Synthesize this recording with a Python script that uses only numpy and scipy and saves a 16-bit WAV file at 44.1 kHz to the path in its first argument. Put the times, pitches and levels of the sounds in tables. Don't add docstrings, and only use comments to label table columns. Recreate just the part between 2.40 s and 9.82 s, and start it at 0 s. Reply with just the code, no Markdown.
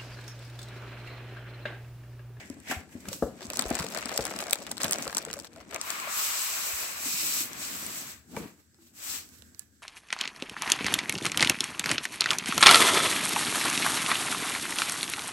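import sys
import numpy as np
from scipy import signal
from scipy.fft import rfft, irfft
from scipy.io import wavfile

SR = 44100
rng = np.random.default_rng(int(sys.argv[2]) if len(sys.argv) > 2 else 0)


def attenuation_scalar(level_db):
    decades = np.asarray(level_db, float) / 20
    return 10 ** decades


def store_pcm(level_fs):
    pcm = np.round(np.clip(level_fs, -1, 1) * 32767).astype(np.int16)
    wavfile.write(sys.argv[1], SR, np.atleast_2d(pcm).T)


N = 327213

# (frequency [Hz], width [Hz], level [dB])
BOX_MODES = [(182.5, 111, -2.5), (226, 73, 1), (296, 82, -4), (407, 101, -3), (555.5, 131, 3),
             (646, 166, 2.5)]
# (time [s], shake level [dB], hands left-right [dB])
HANDLING = [(0.0, -56.5, -2), (1.27, -50, -1), (1.41, -48.5, 2.5), (1.92, -51, -0.5), (2.14, -54.5, 0.5),
            (2.4, -48.5, 0), (2.78, -50, 0), (3.08, -56, 1), (4.4, -65, 0.5), (4.7, -56, 0),
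            (5.52, -50.5, 0), (5.84, -67, 1.5), (5.972, -43.5, -4.5), (6.05, -47.5, -1), (6.232, -76.5, -5),
            (6.734, -58, 4), (7.096, -69, -14), (7.42, -72, -6)]


def rms_one(x):
    return x / np.sqrt(np.mean(x ** 2) + 1e-20)


def left_right(db):
    return attenuation_scalar(db / 2 * np.array([[1], [-1]]))


def in_time(rows):
    times_s, *columns = np.transpose(rows)
    return [np.interp(np.arange(N) / SR, times_s, column) for column in columns]


def at_hz(points):
    grid_hz = np.maximum(np.arange(N // 2 + 1) * SR / N, 1)
    table_hz, values = np.transpose(points)
    return np.interp(np.log(grid_hz), np.log(table_hz), values)


def drift(rate_hz):
    r = np.exp(-80 * np.pi * rate_hz / SR)
    slow = signal.lfilter([1], [1, -2 * r, r * r], rng.standard_normal(N // 40 + 2002))[2000:]
    return np.interp(np.arange(N) / 40, np.arange(len(slow)), rms_one(slow))


def resonance(x, hz, width_hz):
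    r = np.exp(-np.pi * width_hz / SR)
    poles = [1, -2 * r * np.cos(2 * np.pi * hz / SR), r * r]
    return signal.lfilter([(1 - r * r) / 2, 0, (r * r - 1) / 2], poles, x)


def panels(x, modes):
    driven = 0
    for k, (hz, width_hz, db) in enumerate(modes):
        driven = driven + attenuation_scalar(db) * (-1) ** k * resonance(x, hz, width_hz)
    return rms_one(driven)


def pair_noise():
    # (frequency [Hz], left-right correlation [-1..1])
    likeness = [(60, 0.81), (250, 0.78), (600, 0.8), (1400, 0), (3100, 0), (15000, 0.0031)]
    mid, side = rfft(rng.standard_normal((2, N)))
    alike = np.clip(at_hz(likeness), -1, 1)
    return irfft(np.sqrt(1 + alike) * mid + np.sqrt(1 - alike) * side * [[1], [-1]], N)


def coloured(x, spectrum):
    closed = [(spectrum[0][0] / 2, -60), *spectrum, (spectrum[-1][0] * 2, -60)]
    return rms_one(irfft(rfft(x) * attenuation_scalar(at_hz(closed)), N))


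def knocks():
    # (time [s], peak [dB], panel frequency [Hz], slap over ring [dB])
    blows = [(0.101, -30.5, 261, -18), (0.298, -32.5, 248, -22), (0.312, -22, 1620, -10),
             (0.315, -29.5, 780, -13), (0.32, -33, 242, 6), (0.552, -32, 240, -36),
             (0.682, -29.5, 206, -10), (0.716, -35.5, 530, -22), (0.8235, -12, 530, -14),
             (0.836, -38, 300, -15), (0.866, -36, 457, -11), (1.017, -41, 380, 0), (1.051, -36.5, 226, -22),
             (1.189, -33, 253, 5.5), (1.254, -28.5, 403, -8), (1.3092, -20, 290, -17),
             (1.31, -23, 680, -16), (1.403, -28.5, 180, -1), (1.442, -31.5, 453, -8),
             (1.545, -36, 614, -14), (1.655, -34.5, 235, -23), (1.574, -43, 615, -1),
             (1.789, -20, 548, -6.5), (2.081, -34, 680, 0), (2.112, -38, 786, 2), (2.126, -30.5, 550, -10),
             (2.153, -41, 890, -14), (2.312, -45, 222, 7), (2.402, -49, 744, 1), (2.446, -26, 226, -4),
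             (2.667, -30.5, 530, 2), (2.872, -33.5, 480, -6), (2.967, -35.5, 573, -8),
             (3.042, -56, 470, -13), (3.163, -47, 653, -3), (3.673, -35.5, 620, 1), (4.658, -37, 268, -20),
             (5.006, -36.5, 296, -6), (5.966, -33, 935, -11), (5.9705, -28, 213, -9),
             (5.971, -27, 448, -10), (5.993, -35, 205, -10), (6.385, -57.5, 333, -5),
             (6.425, -60, 239, -10), (1.2675, -32, 700, -14), (5.9655, -34, 2350, -20),
             (5.945, -48, 810, 2), (7.1945, -60, 1720, -25)]
    ring_t60_s = 0.041
    damping_per_db, damping_per_octave = 0.08, 0.47
    out, t = np.zeros(N), np.arange(6000) / SR
    rise = 1 - np.exp(-t / 0.0015)
    skin = signal.butter(4, [650, 1500], "band", fs=SR, output="sos")
    for s, peak_db, hz, slap_db in blows:
        t60_s = ring_t60_s * np.exp(-damping_per_db * (peak_db + 32.5)) * (hz / 300) ** -damping_per_octave
        ring = np.sin(2 * np.pi * hz * t) * attenuation_scalar(-60 * t / t60_s)
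        octaves_off = np.abs(np.log2(np.array(BOX_MODES)[:, 0] / hz))
        strengths_db = rng.normal(-15, 3, len(BOX_MODES)) - 8 * octaves_off
        for (mode_hz, width_hz, mode_db), strength_db in zip(BOX_MODES, strengths_db):
            decay = np.exp(-.5 * np.pi * width_hz * t)
            ring -= attenuation_scalar(mode_db + strength_db) * np.sin(2 * np.pi * mode_hz * t) * decay
        ring = rise * ring
        slap = signal.sosfilt(skin, rng.standard_normal(len(t)) * np.exp(-t / 0.006))
        knock = ring / np.abs(ring).max() + attenuation_scalar(slap_db) * slap / np.abs(slap).max()
        i = round(s * SR)
        out[i:i + len(t)] += attenuation_scalar(peak_db) * knock[:N - i]
    return out


def thumps():
    # (time [s], peak [dB], frequency [Hz])
    bumps = [(0.102, -51, 107), (0.364, -36, 83), (0.548, -49, 91), (0.682, -42.5, 104), (0.827, -33, 65),
             (1.076, -46, 79.6), (1.255, -37, 50.6), (1.319, -41, 61), (1.393, -37.5, 76.4),
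             (1.3, -43, 110), (1.787, -39, 115), (1.795, -41, 58), (2.45, -46, 96), (2.669, -53, 70.0),
             (2.929, -58, 51.1), (3.199, -54, 77), (4.33, -48, 70.4), (4.41, -57, 75), (3.33, -57, 70),
             (5.661, -54, 142), (6.69, -55, 80.5), (6.78, -58, 80)]
    out, t = np.zeros(N), np.arange(6000) / SR
    swell = (t / 0.013) * np.exp(1 - t / 0.0084)
    for s, db, hz in bumps:
        i = round(s * SR)
        out[i:i + len(t)] += attenuation_scalar(db + 5.5) * np.sin(2 * np.pi * hz * t) * swell
    return out


def snaps():
    # (time [s], level [dB], centre [Hz], dull push [dB])
    crease_snaps = [(0.686, -32.5, 6400, -23), (0.689, -35.5, 5000, -16), (0.73, -30, 6600, -6.5),
                    (1.0076, -44, 3370, 5), (1.029, -42, 3600, -17), (1.1019, -28, 2930, -14),
                    (1.134, -31.5, 5470, -3), (1.1577, -34, 4670, -21), (1.1712, -26, 5700, -10),
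                    (1.193, -19.5, 4600, -5.5), (1.2222, -26, 3900, -5), (1.2543, -38, 4200, 1),
                    (1.303, -29.5, 6160, -16), (1.336, -38, 4300, -8), (1.3446, -34, 5400, -14),
                    (1.353, -25.5, 6750, -3.5), (1.368, -36, 4400, 5), (1.3894, -28, 4380, -0.5),
                    (1.394, -33, 4450, -2.5), (1.3982, -27.5, 4350, -21), (1.466, -34, 4100, -19),
                    (1.5483, -30, 4800, 1), (1.574, -28.5, 4670, 0.5), (1.586, -34, 4400, -7),
                    (1.618, -38, 5000, -9), (1.657, -29.5, 5100, -5), (1.69, -33, 4900, -19),
                    (1.6936, -32, 4200, -1), (1.738, -39.5, 4200, -16),
                    (1.7762, -18.5, 4900, -11), (1.808, -32, 3850, -8), (1.8526, -25.5, 5200, -6),
                   (1.8674, -32.5, 5600, 1), (1.8785, -40.5, 4900, 8), (1.924, -43, 4800, 8),
                   (1.963, -34.5, 4700, -6), (1.989, -28.5, 4850, -17), (2.0042, -29, 3300, -2.5),
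                   (2.039, -34, 4860, -8), (2.0683, -35.5, 3920, 0), (2.0975, -33.5, 3700, -4),
                   (2.109, -24.5, 6440, -26), (2.1267, -27, 4700, -22), (2.131, -13.5, 3770, -24),
                   (2.1562, -32.5, 4500, -3), (2.2668, -33, 3040, -11), (2.272, -39, 3700, -8),
                   (2.3146, -26, 6760, -13), (2.3697, -37, 4900, -4), (2.38, -33.5, 4130, -29),
                   (2.4066, -39, 4700, 4), (2.417, -26.5, 4370, -9), (2.4328, -23.5, 6500, -4.5),
                   (2.4435, -20, 3280, -20), (2.4612, -46, 8000, 9), (2.481, -31, 6100, -22),
                    (2.51, -21, 9050, -11), (2.5229, -21, 8050, -13), (2.532, -19, 5270, -18),
                  (2.541, -31, 5100, -14), (2.5586, -32, 4400, -5), (2.6247, -29, 4900, -19),
                  (2.6538, -37.5, 4560, 3), (2.678, -28.5, 4030, -3.5), (2.728, -35.5, 3900, 5),
                  (2.7484, -26, 5370, -9), (2.7693, -22.5, 5660, -6.5), (2.7815, -22, 5930, -10.5),
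                  (2.7853, -31, 5300, -16), (2.8504, -33.5, 6400, -7), (2.9013, -39, 2680, 4.5),
                  (2.912, -37, 4600, -17), (2.93, -27.5, 4120, -13), (2.938, -30, 6030, -6),
                  (2.9903, -37, 4500, -5), (2.9996, -36, 5000, -17), (3.046, -38.5, 4060, -2.5),
                  (3.132, -51, 4430, -23), (3.161, -46, 4660, -0.5), (3.2085, -52, 3100, 9),
                  (3.345, -28.5, 5400, -10), (3.361, -29.5, 2220, -0.5), (3.4136, -26, 5170, -32),
                  (3.504, -27, 4970, -13), (3.6, -33, 4500, -10),
                    (1.2115, -31, 6000, -4), (1.2675, -54, 2500, 5), (1.2975, -47, 2300, 0),
                   (1.4218, -37.5, 7000, 8), (1.4418, -35, 2880, 2), (1.5095, -42, 4940, 1),
                   (1.529, -49, 5440, -6), (1.717, -36, 4500, 2.5), (1.727, -40, 5500, -1),
                   (1.762, -33, 6800, -7), (1.840, -39, 7650, -14), (1.897, -45, 3000, 6),
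                   (1.938, -37, 5000, 5), (2.0165, -36, 7000, 0), (2.0255, -37, 7000, -5),
                   (2.082, -38, 5500, 5), (2.203, -44, 2400, -8), (2.3202, -38, 3500, -1),
                   (2.403, -35.5, 2500, 5.5), (2.4475, -32, 2800, -5), (2.4526, -34, 2600, 6),
                   (2.636, -44, 4500, 1), (2.697, -38, 4500, 6.5), (2.7512, -34, 6500, -14),
                   (2.3745, -41, 5400, 1), (2.5255, -26, 3500, -7), (2.5847, -32.5, 6000, 0.5),
                   (2.670, -43, 7000, -10), (2.7165, -43, 6430, 1), (2.885, -47.5, 3500, 11),
                   (3.052, -45, 2530, -8), (3.2435, -66, 2430, 0), (3.3095, -50, 7700, -2),
                   (3.3325, -42, 2400, 6.5), (1.2865, -47, 4900, -8), (1.1825, -39, 4000, 0),
                   (2.311, -40, 2500, 1), (2.4675, -38, 9000, -12), (2.4945, -38, 7000, -8),
                    (0.1, -40.5, 6400, -17), (0.826, -42, 12000, -29), (0.141, -57, 6800, -15),
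                  (0.2014, -49.5, 7940, -17), (0.492, -57, 3800, 5), (0.605, -51, 7100, -12),
                  (0.6544, -49.5, 3200, 10), (0.9675, -60, 7200, -5.5), (6.345, -59, 5000, -7),
                  (5.132, -35.5, 6000, -17), (5.465, -33, 8160, -20), (5.9655, -37.5, 2360, 5),
                  (6.021, -52, 6200, -20), (6.89, -50, 6800, -17), (7.022, -47.5, 3850, -8.5),
                  (7.147, -52.5, 4800, -13), (7.22, -59, 7000, -20), (7.1937, -34.5, 8150, -33)]
    peel_times = [1.193, 1.2115, 1.303, 1.7764, 2.4068, 2.417, 2.4327, 2.4436, 2.481, 2.3146]
    peel_s = 0.0016
    port_lag_samples, alike = 3, 0.6
    out, t = np.zeros((2, N)), np.arange(-130, 900) / SR
    after = np.maximum(t, 0)
    creak = 0.02 * np.exp(np.minimum(t, 0) / 0.0013)
    tick_and_rattle = np.exp(-after / 0.00043) + 0.37 * np.exp(-(after / 0.0024) ** 2)
    sudden = np.where(t < 0, creak, tick_and_rattle)
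    swell = np.exp(-((t - .001) / peel_s) ** 2) + .1 * np.exp(-np.abs(t) / .004)
    dull = signal.butter(2, [500, 2200], "band", fs=SR, output="sos")
    push_shape = (t > 0) * np.exp(-after / 0.0046)
    for s, db, hz, dull_db in crease_snaps:
        pan_db = np.interp(s, *np.transpose(HANDLING)[::2]) + rng.normal(1.0, 2.8)
        shape = swell if np.abs(s - np.array(peel_times)).min() < .003 else sudden
        top_hz = np.clip(12500 + 400 * (db + 20), 6500, 15000)
        bright = signal.butter(1, [.45 * hz, top_hz], "band", fs=SR, output="sos")
        near, other = rng.standard_normal((2, len(t)))
        far = alike * np.roll(near, port_lag_samples) + np.sqrt(1 - alike ** 2) * other
        noise = np.array([near, far])
        tick = signal.sosfilt(bright, noise * shape) + 2.0 * resonance(noise * shape, hz, 0.3 * hz)
        push = signal.sosfilt(dull, (noise + 2.0 * noise[::-1]) * push_shape)
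        snap = rms_one(tick) + attenuation_scalar(dull_db - 1.0) * rms_one(push)
        i = round((s + t[0]) * SR)
        out[:, i:i + len(t)] += (attenuation_scalar(db - 11.5) * left_right(pan_db) * snap)[:, :N - i]
    return out


def friction_db():
    # (time [s], hiss [dB], card scrape over hiss [dB])
    brushes = [(0.0, -53, 9.5), (.06, -61, 4), (.12, -62, 6), (.207, -67, 0), (0.313, -38, 5.5),
               (0.527, -56.5, -1), (0.611, -57, -4), (.66, -58.5, 3), (.692, -53, 3), (0.737, -41, -12),
               (.79, -58, -21), (.835, -49.5, -26), (.875, -57, -16), (.975, -64, -3), (1.02, -52, 0),
               (3.13, -65, 4), (3.204, -59.5, 10), (3.25, -83, 3), (3.32, -57, 5.5), (3.362, -51.5, 8.5),
               (5.978, -46.5, -1), (5.92, -54.5, -15), (6.03, -53, 2), (6.08, -56.5, -0.5),
               (6.2, -66.5, -1.5), (6.38, -76, -3), (6.425, -61.5, -9), (6.47, -59.5, -12),
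               (6.945, -58, -11), (6.985, -59.5, -19), (7.36, -72, -19.5), (7.06, -69.5, -7),
               (7.2, -61, -7)]
    # (up to speed [s], length [s], hiss [dB], end hiss [dB], card scrape over hiss [dB])
    slides = [(3.503, 0.29, -39, -50.5, 1), (3.78, 0.097, -35, -34.5, -18), (3.8, 0.63, -31.5, -34.5, -11),
              (4.46, 0.14, -37.5, -43, -6.5), (4.67, 0.34, -32, -29.5, -15.5), (3.639, 2.09, -51, -60, 10),
              (5.5, 0.075, -50, -41.5, -22), (5.235, 0.38, -37.5, -42.5, -8.5),
              (5.62, 0.088, -44.5, -44, -24), (6.85, 0.1, -70, -61.5, -5),
              (6.69, 0.072, -35.5, -35.5, -10.5)]
    # (time [s], hiss [dB])
    groping = [(1.04, -54.5), (1.165, -51), (1.36, -44), (1.49, -49), (1.58, -45.5), (1.97, -47.5),
               (2.16, -52), (2.25, -54), (2.32, -54), (2.395, -60), (2.41, -42.5), (2.55, -45),
               (2.8, -52.5), (2.95, -56.5), (3.035, -64.5), (3.05, -57), (3.07, -54.5), (3.09, -72)]
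    groping_scrape_db, still_db = 2.5, -74.5
    rise_db_per_s, fall_db_per_s, slide_fall_db_per_s = 351.5, 217, 200
    speed_up_s, speed_power = 0.17, 1.53
    t = np.arange(N) / SR
    groping_db, = in_time(groping)
    outside_s = np.maximum(0, np.maximum(groping[0][0] - t, t - groping[-1][0]))
    strokes = [(groping_db - fall_db_per_s * outside_s, groping_scrape_db)]
    for s, db, card_db in brushes:
        drop_db = np.where(t < s, rise_db_per_s * (s - t), fall_db_per_s * (t - s))
        strokes.append((db - drop_db, card_db))
    for s, length_s, db, end_db, card_db in slides:
        speed = np.clip(1 + (t - s) / speed_up_s, 1e-4, 1)
        fall_db = slide_fall_db_per_s * np.maximum(t - s - length_s, 0)
        steady_db = np.interp(t, [s, s + length_s], [db, end_db])
        strokes.append((steady_db + speed_power * 20 * np.log10(speed) - fall_db, card_db))
    hiss = attenuation_scalar(still_db) ** 2 + sum(attenuation_scalar(db) ** 2 for db, _ in strokes)
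    scrape = sum(attenuation_scalar(db + card_db) ** 2 for db, card_db in strokes)
    return 10 * np.log10(hiss), 10 * np.log10(scrape + 1e-10)


def crinkle(share, per_s, spread_db, burst_s):
    sizes = attenuation_scalar(spread_db * np.minimum(rng.exponential(1, N), 2.5))
    slips = sizes * (rng.random(N) < per_s * attenuation_scalar(3.5 * drift(15)) / SR)
    bursts = rms_one(signal.lfilter([1], [1, -np.exp(-1 / (burst_s * SR))], slips))
    share = np.clip(share, 0, 1)
    return np.sqrt(1 - share + share * bursts ** 2)


def film_hiss(share):
    # (frequency [Hz], density [dB/Hz])
    hiss_spectrum = [(2000, -21), (2500, -11.5), (3350, -8.5), (5500, -3.5), (7000, -8), (9300, -16.5),
                     (12900, -10.5), (16000, -11)]
    # (low [Hz], high [Hz])
    film_bands = [(1000, 3000), (3000, 5500), (5500, 9500), (9500, 20000)]
    # (frequency [Hz], width [Hz], gain [dB])
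    foam_modes = [(4900, 2750, -3.5), (13700, 5900, 4), (1330, 200, -1)]
    # (deepest at [s], frequency [Hz], width [Hz], gain [dB])
    hollow = [
        (3.9, 3350, 700, -6),
        (4.6, 3350, 700, -15),
        (5.4, 3480, 700, -3),
        (6.7, 3570, 900, -2.5),
    ]
    # (highest at [s], frequency [Hz], width [Hz], gain [dB])
    ridge = [
        (3.9, 2750, 400, 4),
        (4.6, 2400, 350, 8.5),
        (5.4, 2400, 400, 0),
    ]
    white = [coloured(pair_noise(), hiss_spectrum) for _ in range(2)]
    together = crinkle(0.98 * share, per_s=270, spread_db=6.5, burst_s=0.0012)
    out = 0
    for k, edges_hz in enumerate(film_bands):
        band = signal.sosfilt(signal.butter(2, edges_hz, "band", fs=SR, output="sos"), white[k % 2])
        own = crinkle(0.26 * share, per_s=210, spread_db=1.5, burst_s=0.0022)
        out = out + band * together * own * attenuation_scalar((0.8 + 2.4 * share) * drift(14))
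    top = signal.sosfilt(signal.butter(2, 9500, "high", fs=SR, output="sos"), out)
    out = out - np.clip(3.7 * share, 0, .72) * top
    sliding = np.clip(1 - 4 * share, 0, 1)
    for moving in (hollow, ridge):
        times_s = np.array(moving)[:, 0]
        for (_, hz, width_hz, db), here in zip(moving, np.eye(len(moving))):
            depth = np.interp(np.arange(N) / SR, times_s, here)
            out = out + sliding * depth * (attenuation_scalar(db) - 1) * resonance(out, hz, width_hz)
    for hz, width_hz, db in foam_modes:
        out = out + sliding * (attenuation_scalar(db) - 1) * resonance(out, hz, width_hz)
    return out


def rubbing():
    # (time [s], share [0-1])
    crinkle_share = [
        (0, 0.26),
        (0.92, 0.07),
        (1.05, 0.82),
        (3.0, 0.74),
        (3.38, 0.93),
        (3.44, 0.05),
        (7.42, 0.06),
    ]
    # (frequency [Hz], density [dB/Hz])
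    scrape_spectrum = [(600, -28), (850, -9.5), (1150, -2), (1850, -3), (2450, -2), (3200, -10),
                       (4500, -12)]
    # (frequency [Hz], density [dB/Hz])
    shut_spectrum = [(500, -28), (750, -11), (1250, -13), (1620, -2), (2050, 1), (2500, -3), (3600, -13.5)]
    # (frequency [Hz], density [dB/Hz])
    rumble_spectrum = [(25, -21.5), (45, -4.5), (70, 8), (110, -0.5), (160, -3.5), (250, 9)]
    opens_s = 0.66
    hiss_db, scrape_db = friction_db()
    share, = in_time(crinkle_share)
    boom_db, pan_db = in_time(HANDLING)
    flap_db = scrape_db - 15 + 17 * share
    rumble_db = -65.5 + (boom_db + 54.5)
    rub = pair_noise() * crinkle(share, per_s=300, spread_db=4.0, burst_s=0.0021)
    shut = np.arange(N) < opens_s * SR
    card = np.where(shut, coloured(rub, shut_spectrum), coloured(rub, scrape_spectrum))
    hiss = attenuation_scalar(hiss_db) * film_hiss(share)
    scrape = attenuation_scalar(scrape_db + 0.6 * drift(17)) * card
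    flaps = attenuation_scalar(flap_db + 2.5 * drift(10)) * panels(rub, BOX_MODES[3:])
    boom = attenuation_scalar(boom_db + 3.0 * drift(14)) * panels(pair_noise(), BOX_MODES[:3])
    rumble = attenuation_scalar(rumble_db + 1.5 * drift(4.6)) * coloured(pair_noise(), rumble_spectrum)
    return (hiss + scrape) * left_right(pan_db) + flaps + boom + rumble


def air_gap():
    # (time [s], resonance [Hz], level [dB])
    gap = [
        (3.3, 1220, -63),
        (3.338, 1126, -41),
        (3.796, 1194, -34.5),
        (4.128, 1164, -43.5),
        (4.6, 1445, -62),
    ]
    hz, db = in_time(gap)
    inside = np.interp(np.arange(N) / SR, [3.3, 3.45, 4.3, 4.6], [0, 1, 1, 0])
    lowpass = signal.butter(2, 150, fs=SR, output="sos")
    band = rms_one(signal.sosfilt(lowpass, rng.standard_normal((2, 2, N))))
    phase = 2 * np.pi * np.cumsum(hz) / SR
    return inside * attenuation_scalar(db - 7.5) * (band[0] * np.cos(phase) + band[1] * np.sin(phase))


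def squeak():
    # (start [s], length [s], from [Hz], to [Hz], level [dB])
    settling = (6.31, 0.085, 4800, 5250, -75)
    s, length_s, from_hz, to_hz, db = settling
    done = np.clip((np.arange(N) / SR - s) / length_s, 0, 1)
    phase = 2 * np.pi * np.cumsum(from_hz + (to_hz - from_hz) * np.sqrt(done)) / SR
    return attenuation_scalar(db) * np.sqrt(np.sin(np.pi * done).clip(0)) * np.sin(phase)


def room(x, t60_s):
    t = np.arange(round(.3 * SR)) / SR
    tail = rng.standard_normal((2, len(t))) * attenuation_scalar(-60 * t / t60_s) * (1 - np.exp(-t / 0.0031))
    tail = signal.lfilter([1], [1, -.4], tail)
    return signal.fftconvolve(x, tail / np.sqrt(np.sum(tail ** 2) / 2), axes=1)[:, :N]


def room_tone():
    # (frequency [Hz], density [dB/Hz])
    tone_spectrum = [(24, -52.5), (40, -12), (81, 15), (180, -3), (220, 9.5), (372, -9.5), (873, -30),
                     (1590, -4), (2630, -22.5), (7930, -13.5), (16000, -59)]
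    # (frequency [Hz], left-right [dB])
    room_side = [(2000, 0), (4500, -5), (8000, -4), (10500, -9), (16000, -7)]
    tone = attenuation_scalar(-65 + 2.8 * drift(4.6)) * coloured(pair_noise(), tone_spectrum)
    return irfft(rfft(tone) * left_right(at_hz(room_side)), N)


def scene():
    blows, creases = knocks(), snaps()
    blow_tail = room(attenuation_scalar(-12.5) * blows[None], t60_s=0.35)
    blow_tail = blow_tail + 0.58 * blow_tail[::-1]
    crease_tail = attenuation_scalar(-17) * room(creases, t60_s=.08)
    hits = blows + blow_tail + thumps() + creases + crease_tail
    return hits + rubbing() + air_gap() + squeak() + room_tone()


def roll_off(x):
    return signal.sosfilt(signal.butter(12, 16990, fs=SR, output="sos"), x)


def record(dry):
    # (frequency [Hz], width [Hz], gain [dB])
    port = (7870, 750, 8.46)
    # (frequency [Hz], left-right [dB])
    sidedness = [(60, 4), (2500, 3), (5200, -0.5), (6600, 1), (8200, 6.5), (10200, -10), (12400, -4.5),
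                 (16000, 2)]
    hz, width_hz, db = port
    ported = dry + (attenuation_scalar(db) - 1) * resonance(dry, hz, width_hz)
    ported = signal.sosfilt(signal.butter(2, 36, "high", fs=SR, output="sos"), ported)
    ported = .95 * np.tanh(ported / .95)
    tilted = irfft(rfft(ported) * left_right(at_hz(sidedness)), N)
    top_cut = signal.cheby2(16, 38, 16150, fs=SR, output="sos")
    return roll_off(signal.sosfilt(top_cut, tilted))


dry = scene()
out = record(dry)
store_pcm(out)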